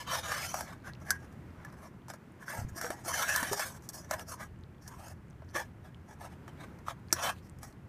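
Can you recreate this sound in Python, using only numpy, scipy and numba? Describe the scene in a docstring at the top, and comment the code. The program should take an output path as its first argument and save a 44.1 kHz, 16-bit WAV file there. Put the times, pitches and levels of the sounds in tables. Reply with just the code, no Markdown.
"""On a paved patio a puppy eats from a thin steel bowl, a metre from a hand-held phone.
Its muzzle shoves the bowl over rough stone: noise from ticking grains drives the bowl's modes.
Kibble, teeth and a toy knock the wall: impulses ring the same modes under a short noisy crack.
Dull bumps are low damped swings, licks are tiny decaying sines, a wet slide is swept narrow noise.
Behind it a distant machine drones over suburban air: filtered noise with a puff of wind in the bass."""
import sys
import numpy as np
from scipy import signal
from scipy.fft import rfft, irfft
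from scipy.io import wavfile
from scipy.ndimage import uniform_filter1d
from numba import njit

SR = 44100
rng = np.random.default_rng(int(sys.argv[2]) if len(sys.argv) > 2 else 0)


def volts_from_decibels(level):
    """Turn decibel levels (scalar or array-like) into linear amplitude factors."""
    exponent = np.asarray(level, float) / 20
    return 10 ** exponent


def transcribe(u):
    """Save the signal u as a 16-bit wav file named by the first command-line argument.

    u: samples, shape (n,) or (channels, n), limited to [-1, 1]; the rate is SR.
    q: integer samples, one column per channel.
    """
    v = np.clip(np.atleast_2d(u).T, -1, 1)
    q = np.round(v * 32767).astype(np.int16)
    wavfile.write(sys.argv[1], SR, q)


N = 347508
T = np.arange(N) / SR  # s


def level(x, db):
    """Scale to an rms level."""
    return x * volts_from_decibels(db) / np.sqrt(np.mean(x ** 2))


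def band(x, lo_hz, hi_hz):
    """Steep band-pass."""
    return signal.sosfilt(signal.butter(3, [lo_hz, hi_hz], "bandpass", fs=SR, output="sos"), x)


def ring(x, hz, t60):
    """One damped mode; a unit impulse starts a sine that falls by 60 dB in t60 seconds."""
    radius = np.exp(-np.log(1000) / (t60 * SR))
    angle = 2 * np.pi * hz / SR
    return signal.lfilter([np.sin(angle)], [1, -2 * radius * np.cos(angle), radius ** 2], x)


@njit
def resonance(x, hz, width):
    """State-variable band-pass with a moving centre, gain 1 there."""
    y = np.empty(len(x))
    band_state, low_state = 0., 0.
    for i in range(len(x)):
        g = np.tan(np.pi * hz[i] / SR)
        k = width / hz[i]
        v = (band_state + g * (x[i] - low_state)) / (1 + g * (g + k))
        band_state = 2 * v - band_state
        low_state = low_state + 2 * g * v
        y[i] = k * v
    return y


def walk(rate):
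    """Random levels held 1 / rate s and slewed twice; spread near 1."""
    hold = int(SR / rate)
    steps = np.repeat(rng.standard_normal(N // hold + 1), hold)
    slewed = uniform_filter1d(uniform_filter1d(steps, hold), hold)
    return slewed[:N] * np.sqrt(2)


def turns(spread_db, rate, count):
    """Gains that take turns: each wanders alone, their summed power stays even."""
    gains = np.array([volts_from_decibels(spread_db * walk(rate)) for _ in range(count)])
    return gains / np.sqrt(np.mean(gains ** 2, axis=0))


# spectral shape of the distant air noise: [f/Hz, relative level per Hz/dB]
AIR_SPECTRUM = [(15, -65.5), (25, -23), (71, -6.5), (172, -6.5), (293, -14.5), (344, -14.5), (475, -22),
                (691, -26), (978, -25.5), (1180, -28), (1390, -27.5), (1960, -31.5), (3830, -46),
                (5720, -48.5), (15000, -54)]
# rough hum bands of the machine, before the swells: [f/Hz, width/Hz, level/dB]
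HUM_BANDS = [(85, 10, -58.5), (123.55, 14, -60.5)]
# distant traffic swells and sinks: [t/s, level/dB]
TRAFFIC_SWELL = [(0.0, -0.5), (1.47, 2.5), (2.02, -1), (2.5, 1.5), (3.45, 1.5), (4.61, -2), (6.1, -1),
                 (6.69, 4), (6.89, 0), (7.88, -1)]
# the far machinery's bass comes and goes on its own: [t/s, level/dB]
BASS_SWELL = [(0.0, 1.5), (1.5, 1.5), (2.0, -4.5), (2.5, -9), (2.9, -4.5), (3.2, 0.5), (3.6, -1.5),
              (4.6, 2), (6.1, -0.5), (7.88, 2.5)]
# puff of wind on the microphone: [start t/s, attack/s, hold/s, release/s, bass rise level/dB]
WIND_PUFF = (2.53, 0.062, .08, 0.081, 15)


def air(noise_db=-51.5, split_hz=170):
    """Distant traffic and machinery: coloured noise and hum; hiss and bass swell apart, a gust lifts the bass."""
    hz, db = np.transpose(AIR_SPECTRUM)
    f = np.arange(N // 2 + 1) * SR / N
    colour = volts_from_decibels(np.interp(np.log(f + 1), np.log(hz), db))
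    noise = irfft(rfft(rng.standard_normal(N)) * colour, N)
    hum = sum(level(band(rng.standard_normal(N), hz - w / 2, hz + w / 2), db) for hz, w, db in HUM_BANDS)
    far = level(noise, noise_db) + hum
    rumble = signal.sosfiltfilt(signal.butter(2, split_hz, fs=SR, output="sos"), far)
    hiss = far - rumble
    swell_db = np.interp(T, *np.transpose(TRAFFIC_SWELL))
    bass_db = np.interp(T, *np.transpose(BASS_SWELL))
    rise_db = WIND_PUFF[4]
    gust_db = np.interp(T, np.cumsum(WIND_PUFF[:4]), [0, rise_db, rise_db, 0])
    return hiss * volts_from_decibels(swell_db) + rumble * volts_from_decibels(bass_db + gust_db)


# wet slide along the wall, falling in pitch: [start t/s, length/s, from f/Hz, to f/Hz, level/dB]
WET_SLIDE = (0.415, 0.05, 2700, 1700, -43)


def slide(width_hz=300.0):
    """Rubbing noise in one narrow resonance that sweeps down."""
    s, length, from_hz, to_hz, db = WET_SLIDE
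    along = np.clip((T - s) / length, 0, 1)
    rub = resonance(rng.standard_normal(N), from_hz * (to_hz / from_hz) ** along, width_hz)
    rub = rub * np.sqrt(SR / np.pi / width_hz)  # make up for the narrow band
    return rub * volts_from_decibels(db) * np.sin(np.pi * along)


# the clearest smacks of tongue and lips: [t/s, starting level/dB, f/Hz]
CLEAR_SMACKS = [(0.953, -44.5, 2760), (4.196, -33.5, 2960), (4.637, -45.5, 3810), (5.946, -43, 3110),
                (7.085, -46.5, 4500), (7.107, -41.5, 2300), (7.365, -49.5, 2610)]


def licks(per_s=11.0, lick_db=-59.0, spread_db=4.0, cycles=2.6):
    """Wet ticks of tongue and lips, each a few cycles long: clear smacks among many tiny random ones."""
    when, pitch, size = rng.random((200, 3))[:int(per_s * N / SR)].T
    tiny = np.transpose([when * N / SR, lick_db - spread_db * np.log(size), 2500 * 4.0 ** pitch])
    out = np.zeros(N + 256)
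    for s, db, hz in [*CLEAR_SMACKS, *tiny]:
        at = int(s * SR)
        tick = np.sin(2 * np.pi * hz * T[:256]) * np.exp(-T[:256] * hz / cycles)
        out[at:at + 256] += tick * volts_from_decibels(db)
    return out[:N]


# dull bumps of bowl, toy and phone: [t/s, level of the impulse/dB, f/Hz, t60/s]
DULL_BUMPS = [(2.589, -28.5, 104, 0.078), (2.619, -36, 91, 0.06), (2.648, -21.5, 85, 0.024),
              (2.691, -45, 80, .08), (2.721, -35, 90, .08), (2.761, -38, 350, 0.056),
              (2.843, -29, 488, 0.12), (2.902, -28, 368, 0.029), (3.061, -38.5, 346, 0.077),
              (3.426, -32.5, 266, 0.057), (3.514, -26.5, 408, 0.15), (3.522, -27, 528, 0.08),
              (5.55, -36, 342, 0.13), (7.127, -26.5, 345, 0.053)]


def bumps():
    """Soft contacts: a slightly blunted impulse starts one low, quickly damped swing each."""
    out = 0
    for s, db, hz, t60 in DULL_BUMPS:
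        blow = np.zeros(N)
        blow[int(s * SR)] = volts_from_decibels(db)
        out = out + ring(uniform_filter1d(blow, size=48), hz, t60)
    return out


# modes of the bowl, t60 before knocks and scraping shorten it: [f/Hz, relative level/dB, t60/s]
BOWL_MODES = [(598.6, 3, 0.037), (652, 5, 0.044), (772, -0.5, 0.041), (900, 7.5, 0.044), (1015, -6, 0.11),
              (1210, 5, 0.024), (1350, -1, 0.021), (1477, -6, .08), (1545, 2.5, 0.075), (1635, -4, 0.26),
              (1720, 2, 0.087), (1904, -11.5, 0.45), (2116, -16, 0.11), (2330, -7, 0.057),
              (2620, -1.5, 0.037), (3082, -5, 0.069), (3330, -6.5, 0.017), (3683, -5, 0.068),
              (4178, -13.5, 0.014), (5140, -1.5, 0.039), (5640, -3.5, 0.099), (5604, 6, 0.014),
              (5920, 6, 0.022), (6710, 1.5, 0.037), (7780, -21.5, 0.0067), (7820, -7.5, 0.081),
              (8240, -9.5, .07), (10800, -25, 0.057), (10600, -17.5, .05), (10700, -23, .05)]
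# edges of the four mode families, air inside, base, wall and rim: [f/Hz]
FAMILY_EDGES = [520, 1250, 2250, 4700, 15000]


def family(k):
    """The modes that lie in band k."""
    return [mode for mode in BOWL_MODES if FAMILY_EDGES[k] <= mode[0] < FAMILY_EDGES[k + 1]]


# how freely the wall sounds beside the base as head and chest lean on it: [t/s, level/dB]
WALL_FREEDOM = [(0.0, 2.3), (0.5, -0.5), (0.9, -18), (2.0, -18), (2.6, -17), (3.1, -10), (3.5, -4),
                (4.0, -13), (4.6, -11.5), (5.3, -7.5), (5.8, -4.5), (6.8, -7), (7.3, -4), (7.88, -20)]


def families(s, rim_db, body_db, hz, lean, tilt_db_per_octave=10.5, even_hz=1150):
    """Family levels: pitch splits the body between air and base, the wall follows the base."""
    # the higher the pitch, the more the base sounds instead of the air inside
    tilt_db = lean * np.clip(tilt_db_per_octave * np.log2(hz / even_hz), -10, 10) / 2
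    air_db, base_db = body_db - tilt_db, body_db + tilt_db
    wall_db = base_db + np.interp(s, *np.transpose(WALL_FREEDOM))
    return np.array([air_db, base_db, wall_db, rim_db])


# knocks on the bowl: [t/s, strength as relative level/dB, hardness as rim level over strength/dB,
# favoured mode f/Hz]
BOWL_KNOCKS = [(0.541, -23, -8, 749), (0.607, -25.5, -2, 671), (1.001, -56, -3, 576),
               (1.105, -29, 14, 1575), (1.325, -56, -0.5, 1050), (1.648, -41.5, -2, 1720),
               (1.725, -54, 0, 960), (2.082, -40, -4, 945), (2.1, -30.5, -7, 788), (2.136, -38, -6, 582),
               (2.48, -37, -11, 1533), (2.812, -30.5, 2, 1550), (2.864, -37.5, -1, 1560),
               (2.844, -22, -20, 522), (2.903, -22, -9, 698), (2.924, -49, -11, 850),
               (3.048, -42.5, 1, 900), (3.36, -24, 6.5, 990), (3.428, -25.5, -2, 1980), (3.53, -25, 4, 829),
               (3.594, -20, -6, 734), (3.822, -58, 5, 872), (3.889, -48, 19.5, 584), (3.932, -48, 8, 1080),
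               (4.11, -20, -4.5, 603), (4.137, -21.5, -10, 564), (4.194, -36, -2.5, 580),
               (4.877, -48, 11, 840), (5.082, -50.5, 8, 918), (5.419, -42, -27, 622), (5.543, -39, -8, 625),
               (5.552, -30, -10.5, 1130), (6.478, -39, -9.5, 1220), (6.787, -49, -6, 945),
               (6.882, -29, -13, 1174), (7.126, -21.5, 11, 1340), (7.489, -63, 2, 816),
               (7.586, -60, 8.5, 766), (7.63, -44.5, 8, 1210), (7.725, -61, 3, 934)]
# crack in each family, weak where the bowl answers with a ring: [noise level/dB, decay constant/s]
BLOW_CRACK = [(-11.5, 0.0021), (-16, 0.0057), (-13, 0.0011), (-3.5, 0.0017)]


def knocks(struck_wall_db=-2.5, spot_db=4.0, rise_s=0.00074, damp=0.72, favour_db=20.0,
           reach=0.059, lag_s=0.00064, rattle_db=-10.5, rattle_s=0.0065):
    """Each blow lands on a new spot and favours the mode that moves most there; a short crack rides on it."""
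    s, strength_db, hardness_db, favoured_hz = np.transpose(BOWL_KNOCKS)
    at = ((s + lag_s) * SR).astype(int)
    levels_db = families(s, strength_db + hardness_db, strength_db - 2.5, favoured_hz, 0.49)
    levels_db[2] = levels_db[1] + struck_wall_db  # a knock sounds the wall at a fixed level beside the base
    spot = rng.standard_normal((len(s), len(BOWL_MODES)))
    t = T[:2048]
    out = 0
    for k, (crack_db, crack_s) in enumerate(BLOW_CRACK):
        edges = FAMILY_EDGES[k:k + 2]
        size = volts_from_decibels(levels_db[k])
        rung = 0
        for mode in family(k):
            hz, db, t60 = mode
            nearness = np.exp(-(np.log(hz / favoured_hz) / reach) ** 2)
            blow = np.zeros(N)
            blow[at] = size * volts_from_decibels(db + favour_db * nearness + spot_db * spot[:, BOWL_MODES.index(mode)])
            rung = rung + ring(blow, hz, damp * t60)
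        blow = np.zeros(N)
        blow[at] = size
        contact = (1 - np.exp(-t / rise_s)) * np.exp(-t / crack_s)
        # the bowl rattles on the stone for a moment after the blow
        rattle = (1 - np.exp(-t / crack_s)) * np.exp(-t / rattle_s)
        contact = contact + volts_from_decibels(rattle_db) * rattle
        noise = uniform_filter1d(rng.standard_normal(N), size=2)
        crack = level(band(noise, *edges), crack_db)
        out = out + volts_from_decibels(-19) * band(rung, *edges) + crack * signal.oaconvolve(blow, contact)[:N]
    return out


# tilt of the grit over frequency: [f/Hz, relative level/dB]
GRIT_COLOUR = [(500, 3.5), (2600, 2.5), (3200, 1), (4400, -4.5), (5800, 2.5), (9000, -1.5), (15000, -6)]


def grit(push, k, patchy_db, t60=0.025, count=5):
    """Modes too dense to tell apart: a few short random rings, taking turns as the contact moves."""
    f = np.linspace(1, SR / 2, 2049)
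    hz, db = np.transpose(GRIT_COLOUR)
    colour = volts_from_decibels(np.interp(np.log(f), np.log(hz), db))
    out = 0
    for share in turns(patchy_db, 18, count=count):
        thicket = rng.standard_normal(2048) * np.exp(-np.log(1000) * T[:2048] / t60)
        thicket = thicket / np.sqrt(np.sum(thicket ** 2))
        thicket = irfft(rfft(thicket, 4096) * colour)
        out = out + signal.oaconvolve(push * share, thicket)[:N]
    lo_hz, hi_hz = FAMILY_EDGES[k:k + 2]
    return band(out, lo_hz, hi_hz) * np.sqrt(SR / 2 / (hi_hz - lo_hz) / count)


# strokes of the bowl over the stone:
# [middle t/s, length/s, rim level/dB, weight on the base as level over the rim/dB, hollow f/Hz]
STROKES = [(0.004, 0.073, -50.5, 3, 1000.0), (0.128, 0.11, -48, 11, 1130), (0.158, 0.11, -42, 2.5, 830.0),
           (0.325, 0.17, -43.5, 6, 1230), (0.451, 0.15, -44.5, -1, 1380.0), (0.583, 0.12, -45.5, 0, 694),
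           (0.701, 0.11, -64, 12, 1150.0), (0.872, 0.064, -58.5, 13, 1550),
           (1.018, 0.036, -66.0, 12, 940.0), (1.106, 0.1, -55.5, 9, 1575), (1.23, 0.072, -69, 8.5, 990),
           (1.324, 0.033, -76, 11, 1070.0), (1.616, 0.14, -82.5, 24.5, 780.0),
           (1.672, 0.076, -77.5, 20, 860.0), (1.733, 0.042, -73.5, 15.5, 950.0),
           (1.802, 0.09, -70, 9.5, 1090.0), (1.851, 0.066, -61.0, 8, 940), (2.102, 0.031, -54.5, 3.5, 950),
           (2.141, 0.033, -61, 6, 1020.0), (2.428, 0.053, -64, 12, 1180), (2.501, 0.06, -46.5, 6, 1600),
           (2.566, 0.12, -49.5, 4, 640), (2.602, 0.1, -60.5, 5.0, 960), (2.692, 0.024, -58, 1, 1020.0),
           (2.778, 0.043, -48.5, -5.6, 900.0), (2.844, 0.17, -51, 5.5, 910), (2.926, 0.034, -50, 6, 686),
           (2.975, 0.064, -70.5, 10.5, 1430.0), (3.003, 0.047, -63, 7.5, 826),
           (3.093, 0.076, -40.0, 0.7, 814), (3.165, 0.1, -37, 1.5, 1640.0), (3.207, 0.093, -40.5, 5, 1236),
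           (3.358, 0.32, -39.5, 2.4, 1650), (3.532, 0.049, -42.5, 0.5, 820),
           (3.617, 0.18, -42, -1.5, 900.0), (3.621, 0.072, -40.5, 1.2, 1630),
           (3.759, 0.042, -55.5, 1.5, 860), (3.844, 0.063, -63, 1, 1000.0), (3.899, 0.017, -50, -4, 1120.0),
           (3.949, 0.037, -47, -8, 1070.0), (3.98, 0.098, -54, -2, 1040.0), (4.053, 0.077, -70, 8, 870.0),
           (4.129, 0.067, -49.5, 8.8, 1050), (4.204, 0.049, -53, 8, 900), (4.313, 0.073, -47.5, -2.5, 720),
           (4.422, 0.071, -54.5, 10.5, 1230), (4.827, 0.035, -66, -1, 940), (4.881, 0.083, -64, 4.5, 1000),
           (4.885, 0.018, -56, -6.9, 960.0), (4.924, 0.056, -66.5, 11, 920.0), (5.014, 0.14, -62, 6, 980),
           (5.059, 0.067, -57.5, 2.5, 760.0), (5.108, 0.044, -61, 5, 730), (5.5, 0.044, -71, 3, 1160.0),
           (5.572, 0.05, -45, 10, 1150.0), (5.593, 0.063, -50, 10.5, 864), (5.637, 0.06, -71.6, 10, 870.0),
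           (5.86, 0.054, -68.5, 10.3, 860.0), (6.11, 0.073, -66, 7.5, 780.0), (6.238, 0.077, -59, 9.5, 700),
           (6.318, 0.065, -73.5, 13, 950), (6.489, 0.025, -68.5, 13.5, 1150),
           (6.623, 0.086, -67, 14, 1030.0), (6.893, 0.058, -52.5, 11.5, 1140),
           (7.141, 0.12, -67, 7, 1210.0), (7.155, 0.054, -54.5, 1, 1100), (7.2, 0.1, -56.5, 14.5, 1050),
           (7.255, 0.092, -40.5, 4.5, 1160), (7.278, 0.075, -44.5, 9, 1060), (7.36, 0.142, -88, 10, 1350.0),
           (7.451, 0.056, -67.5, 0, 1110.0), (7.64, 0.04, -55, 4.5, 980), (7.664, 0.089, -62.5, 3, 985)]


def shove(rise_share=0.49, end_db=-12):
    """Family gains and hollow pitch: strokes add their power, the strongest dominates the pitch."""
    step = T[::64]
    s, length, rim_db, weight_db, hz = np.transpose(STROKES)
    # a stroke bites a little faster than it lets go, on a bell curve that is end_db down at its ends
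    since = (step - s[:, None]) / length[:, None] + .5 - rise_share
    since = np.where(since < 0, since / rise_share, since / (1 - rise_share))
    swell = volts_from_decibels(2 * end_db * since ** 2) + 1e-30  # in power
    power = volts_from_decibels(2 * families(s, rim_db, rim_db + weight_db - 2, hz, 1)) @ swell
    body = volts_from_decibels(2 * (rim_db + weight_db))[:, None] * swell
    hollow_hz = np.exp(np.log(hz) @ body / body.sum(axis=0))
    gains = np.array([np.interp(T, step, np.sqrt(p)) for p in power])
    return gains, np.interp(T, step, hollow_hz)


# broad grit noise against the ringing, one per family: [level/dB]
GRIT_MIX = [-3, -9, -1, 4.5]


def scraping(spread_db=2.0, snag_db=2.0, roam_db=9.5, patchy_db=14.5, damp=0.41,
             hollow_db=-6.5, hollow_width_hz=71.0):
    """Sand grains under the base tick densely; the contact roams, so each mode comes and goes."""
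    grains = rng.standard_normal(N) * volts_from_decibels(spread_db * rng.exponential(size=N))
    grains = level(grains * volts_from_decibels(snag_db * walk(120)), 0)
    gain, hollow_hz = shove()
    out = 0
    for k in range(4):
        push = grains * gain[k]
        # pressed onto the stone, the bowl rings shorter
        modes = [(hz, db, damp * t60) for hz, db, t60 in family(k)]
        # unit noise leaves a mode with this power
        power = sum(volts_from_decibels(2 * db) * t60 * SR / (4 * np.log(1000)) for _, db, t60 in modes)
        shares = turns(roam_db, 20, count=len(modes))
        rung = 0
        for share, (hz, db, t60) in zip(shares, modes):
            rung = rung + ring(push * share * volts_from_decibels(db), hz, t60)
        rough = volts_from_decibels(GRIT_MIX[k]) * grit(push, k, patchy_db)
        out = out + volts_from_decibels(-3.0) * (rung / np.sqrt(power) + rough)
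    # the hollow between muzzle and bowl glides in pitch as the head moves
    push = grains * np.where(hollow_hz < FAMILY_EDGES[1], gain[0], gain[1])
    hollow = resonance(push, hollow_hz, hollow_width_hz) * np.sqrt(SR / np.pi / hollow_width_hz)
    return out + volts_from_decibels(hollow_db) * hollow


def scene():
    """The small bowl radiates no bass; its sounds gain quick echoes off paving and house wall."""
    no_bass = signal.cheby2(6, 40, 365, "highpass", fs=SR, output="sos")
    bowl = signal.sosfilt(no_bass, scraping() + knocks())
    near = bowl + bumps() + licks() + slide()
    # echoes as a noise tail with a t60 of 0.05 s
    tail = rng.standard_normal(8192) * np.exp(-np.log(1000) * T[:8192] / 0.05)
    wet = signal.fftconvolve(near, tail / np.sqrt(np.sum(tail ** 2)))[:N]
    return (near + volts_from_decibels(-13.0) * wet + air())[None]


def band_limit(x):
    """A steep low-pass at the top of the band."""
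    return signal.sosfilt(signal.butter(12, 16490, fs=SR, output="sos"), x)


def record(dry):
    """The phone cuts the top steeply above 15.2 kHz."""
    cut = signal.sosfilt(signal.ellip(8, .2, 40, 15200, fs=SR, output="sos"), dry)
    return band_limit(cut)


dry = scene()
out = record(dry)
transcribe(out)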